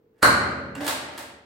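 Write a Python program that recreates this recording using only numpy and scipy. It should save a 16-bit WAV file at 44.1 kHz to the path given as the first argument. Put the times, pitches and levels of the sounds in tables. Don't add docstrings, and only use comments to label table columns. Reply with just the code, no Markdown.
import sys
import numpy as np
from scipy import signal
from scipy.fft import rfft, irfft
from scipy.io import wavfile
from scipy.ndimage import uniform_filter1d

SR = 44100
rng = np.random.default_rng(int(sys.argv[2]) if len(sys.argv) > 2 else 0)


def persist_wave(psi):
    counts = np.round(np.clip(psi, -1, 1) * 32767).astype(np.int16)
    wavfile.write(sys.argv[1], SR, np.atleast_2d(counts).T)


N = 63945
SHOT_S = 0.2275


def undb(db):
    return 10 ** (np.asarray(db) / 20)


def pan(left_minus_right_db):
    return undb([[left_minus_right_db / 2], [-left_minus_right_db / 2]])


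def value_at(table, hz):
    points_hz, values = np.array(table).T
    return np.interp(np.log(np.maximum(hz, 1)), np.log(points_hz), values)


def since(start_s):
    return np.arange(N) / SR - start_s


def die_away(start_s, t60_s):
    t = since(start_s)
    return (t >= 0) * undb(-60 * np.abs(t) / t60_s)


def unit_energy(x):
    return x / np.sqrt(np.sum(x ** 2) + np.finfo(float).tiny)


def resonances(peaks, hz):
    power = 1 + sum((undb(db) ** 2 - 1) / (1 + (2 * (hz - centre_hz) / width_hz) ** 2) ** 1.5
                    for centre_hz, width_hz, db in peaks)
    return np.sqrt(power)


def colour(x, spectrum, peaks, tilt_db_per_octave=0):
    hz = np.fft.rfftfreq(2 * N, 1 / SR)
    octaves = np.log2(np.maximum(hz, spectrum[0][0]))
    gain = undb(value_at(spectrum, hz) + tilt_db_per_octave * octaves) * resonances(peaks, hz)
    cepstrum = irfft(np.log(gain))
    cepstrum[1:N] *= 2
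    cepstrum[N + 1:] = 0
    return irfft(rfft(x, 2 * N) * np.exp(rfft(cepstrum)))[:N]


def ring(start_s, modes):
    t = since(start_s)
    return sum(undb(db) * unit_energy(die_away(start_s, t60_s) * np.sin(2 * np.pi * hz * t))
               for hz, db, t60_s in modes)


def rattle(start_s, decay_s):
    t = since(start_s)
    envelope = (t >= 0) * np.minimum(np.exp(1 - np.abs(t) / decay_s), 1)
    contacts = rng.standard_normal(N) * envelope
    for _ in range(4):
        flat_spectrum = np.exp(1j * np.angle(rfft(contacts)))
        contacts = irfft(flat_spectrum, N) * envelope ** 0.25
    return contacts


def diffuse_field():
    # frequency_hz, correlation (0-1)
    likeness = [(100, 0.94), (300, 0.89), (700, .35), (1400, 0), (12000, 0)]
    alike = np.clip(value_at(likeness, np.fft.rfftfreq(N, 1 / SR)), 0, 1)
    mid, side = rfft(rng.standard_normal((2, N)))
    return (np.sqrt(1 + alike) * mid + np.sqrt(1 - alike) * side * np.array([[1], [-1]])) / np.sqrt(2)


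def outdoors(air_db=-63.5, hum_db=-68.5, hum_hz=436):
    # frequency_hz, level_db
    air_spectrum = [(18, -44), (30, -19), (320, -10.5), (437, -13), (472, -4), (567, -22), (612, -22),
                    (1110, -29), (10700, -56), (15000, -40.5)]
    air = irfft(diffuse_field() * undb(value_at(air_spectrum, np.fft.rfftfreq(N, 1 / SR))), N)
    hum = np.sqrt(2) * np.sin(2 * np.pi * hum_hz * since(0))
    return undb(air_db) * air / air.std() + undb(hum_db) * hum


def garage(build_s=0.0013, wall_cutoff_hz=3000):
    # centre_hz, width_hz, gain_db
    hollow = [(598, 34, 9)]
    # frequency_hz, t60_s
    room_t60 = [(70, 2.43), (250, 1.63), (500, 1.445), (1000, 0.87), (2000, 1.088), (4200, 0.78),
                (6000, 0.65), (9000, .5), (15000, 0.28)]
    # delay_s, left_db, right_db
    walls = [(.0035, -18.5, -8), (.0165, -7.5, -32), (.024, -25, -28), (.030, -14, -10)]
    hz = np.fft.rfftfreq(N, 1 / SR)
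    field = diffuse_field() * resonances(hollow, hz) * pan(-0.5)
    centres_hz = np.geomspace(50, 16000, 22)
    tail = 0
    for centre_hz, band_weights in zip(centres_hz, np.eye(len(centres_hz))):
        band = irfft(field * value_at(np.c_[centres_hz, band_weights], hz), N)
        tail = tail + band * die_away(0, value_at(room_t60, centre_hz))
    tail *= (1 - np.exp(-since(0) / build_s)) * np.sqrt(20 / SR)
    echoes = np.zeros((2, N))
    for delay_s, left_db, right_db in walls:
        echoes[:, int(delay_s * SR)] += undb([left_db, right_db])
    return tail + signal.sosfilt(signal.butter(1, wall_cutoff_hz, fs=SR, output="sos"), echoes)


def standing_waves():
    # pitch_hz, level_db, t60_s
    room_modes = [(77.8, -4.5, 2.0), (127, -8.5, 2.2), (216.7, 2.5, 1.85), (257.3, 0, 2.16),
                  (558.5, 1, 3.2), (1229, 0, 1.2)]
    return ring(SHOT_S, room_modes)


def seal_groan(roughness=0.046):
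    # time_s, pitch_hz, level_db
    course = [(0.756, 268, -56), (.781, 279.3, -34), (.80, 293.4, -36), (0.834, 280.5, -33.5),
              (.87, 284, -52), (0.891, 272, -43)]
    times_s, hz, db = np.array(course).T
    t = since(0)
    waver = uniform_filter1d(rng.standard_normal(N), size=200)
    pitch_hz = np.interp(t, times_s, hz) * (1 + roughness * waver / waver.std())
    envelope = np.interp(t, times_s, undb(db), left=0, right=0)
    return np.sqrt(2) * np.sin(2 * np.pi * np.cumsum(pitch_hz) / SR) * envelope


def slide_rub(slips_per_s=1500):
    # start_s, length_s, level_db, swell_db
    strokes = [(0.125, 0.11, -74, 26), (.758, 0.034, -43, -5), (.8, 0.061, -41, -7),
               (1.008, 0.044, -49, -14), (1.122, 0.107, -52.5, 4)]
    # frequency_hz, level_db
    rub_spectrum = [(60, -32), (300, -26), (420, 2.5), (720, 8.5), (1100, -1.5), (1700, 8), (3500, -8.5),
                    (8000, -13), (16000, -21)]
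    # centre_hz, width_hz, gain_db
    rail = [(887, 80, 7.5), (1610, 69, 4.5)]
    slips = rng.standard_normal(N) * (rng.random(N) < slips_per_s / SR)
    rubbing = colour(slips, rub_spectrum, rail)
    effort = 0
    for start_s, length_s, db, swell_db in strokes:
        along = np.clip(since(start_s) / length_s, 0, 1)
        soft_ends = np.minimum(10 * along * (1 - along), 1)
        effort = effort + undb(db + swell_db * (along - 0.5)) * soft_ends
    return effort * rubbing / rubbing.std()


def latch_ping(start_s=0.7515):
    # pitch_hz, level_db, t60_s
    spring_modes = [(2754, -16, 0.14), (7570, -22.5, 0.014)]
    return ring(start_s, spring_modes)


def knock(start_s, level_db, decay_s, tilt_db_per_octave):
    # frequency_hz, level_db
    plastic = [(60, -38), (280, 1.5), (420, -2.5), (720, 1), (1000, 3.5), (1600, 1.5), (2500, -3),
               (4300, -3), (6000, -9), (9000, -6.5), (16000, -11.5)]
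    # centre_hz, width_hz, gain_db
    shell = [(917, 47, 6.5), (1307, 220, 1.5), (1780, 83, -7), (8040, 1500, 3)]
    clatter = colour(rattle(start_s, decay_s), plastic, shell, tilt_db_per_octave)
    return undb(level_db) * unit_energy(clatter)


def shot(level_db=12, rush_rise_s=0.0022, rush_to_crack_db=-13.5):
    # frequency_hz, level_db
    crack_spectrum = [(30, -25), (50, -22), (75, -3), (200, 1), (450, -1), (750, 0.5), (1100, 7.5),
                      (1600, 0), (2100, 0), (2600, -9.5), (3500, -18), (4900, -12.5), (6000, -14.5),
                      (8500, -7.5), (12000, -14.5), (16000, -20)]
    # centre_hz, width_hz, gain_db
    barrel = [(1053, 140, 2), (1241, 82, 10), (1506, 162, 14), (2940, 300, 7), (4200, 410, 17.5)]
    t = since(SHOT_S)
    rush = unit_energy(rng.standard_normal(N) * (t < 0) * np.exp(-np.abs(t) / rush_rise_s))
    crack = unit_energy(rattle(SHOT_S, decay_s=0.0033))
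    pop = colour(crack + undb(rush_to_crack_db) * rush, crack_spectrum, barrel)
    return undb(level_db) * unit_energy(pop)


def scene():
    # start_s, level_db, decay_s, tilt_db_per_octave, room_db
    knocks = [(.18, -45.5, 0.0095, -0.5, 7), (0.7535, -14.5, 0.0028, -2.5, 1),
              (0.8036, -21, 0.0057, -2, 18), (0.845, -13.5, 0.0024, 1, 11.5),
              (0.8649, -3, 0.0034, -0.5, 3.5), (0.8769, 1, .005, 0.68, 8), (1.1773, -12.5, .005, 0.7, 9)]
    sounds = [(shot(), 10.5),
              (knock(SHOT_S, level_db=-3, decay_s=0.00039, tilt_db_per_octave=-0.5), 0),
              (latch_ping(), -0.5),
              (slide_rub(), 4),
              (seal_groan(), -14.5)]
    sounds += [(knock(*blow), room_db) for *blow, room_db in knocks]
    direct = sum(sound for sound, _ in sounds) * pan(-3.5)
    into_room = sum(sound * undb(room_db) for sound, room_db in sounds)
    reverberation = signal.fftconvolve(into_room[None], garage(), axes=1)[:, :N]
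    return direct + reverberation + standing_waves() + outdoors()


def record(dry):
    low_cut_hz, top_hz, ceiling = 30, 15800, 1.2
    fade_start_s, fade_db_per_s = 1.323, 29.5
    thinned = signal.sosfilt(signal.butter(3, low_cut_hz, "highpass", fs=SR, output="sos"), dry)
    faded = thinned * undb(-fade_db_per_s * np.maximum(since(fade_start_s), 0))
    rounded = ceiling * np.tanh(faded / ceiling)
    return signal.sosfilt(signal.ellip(10, 0.2, 80, top_hz, fs=SR, output="sos"), rounded)


dry = scene()
out = record(dry)
persist_wave(out)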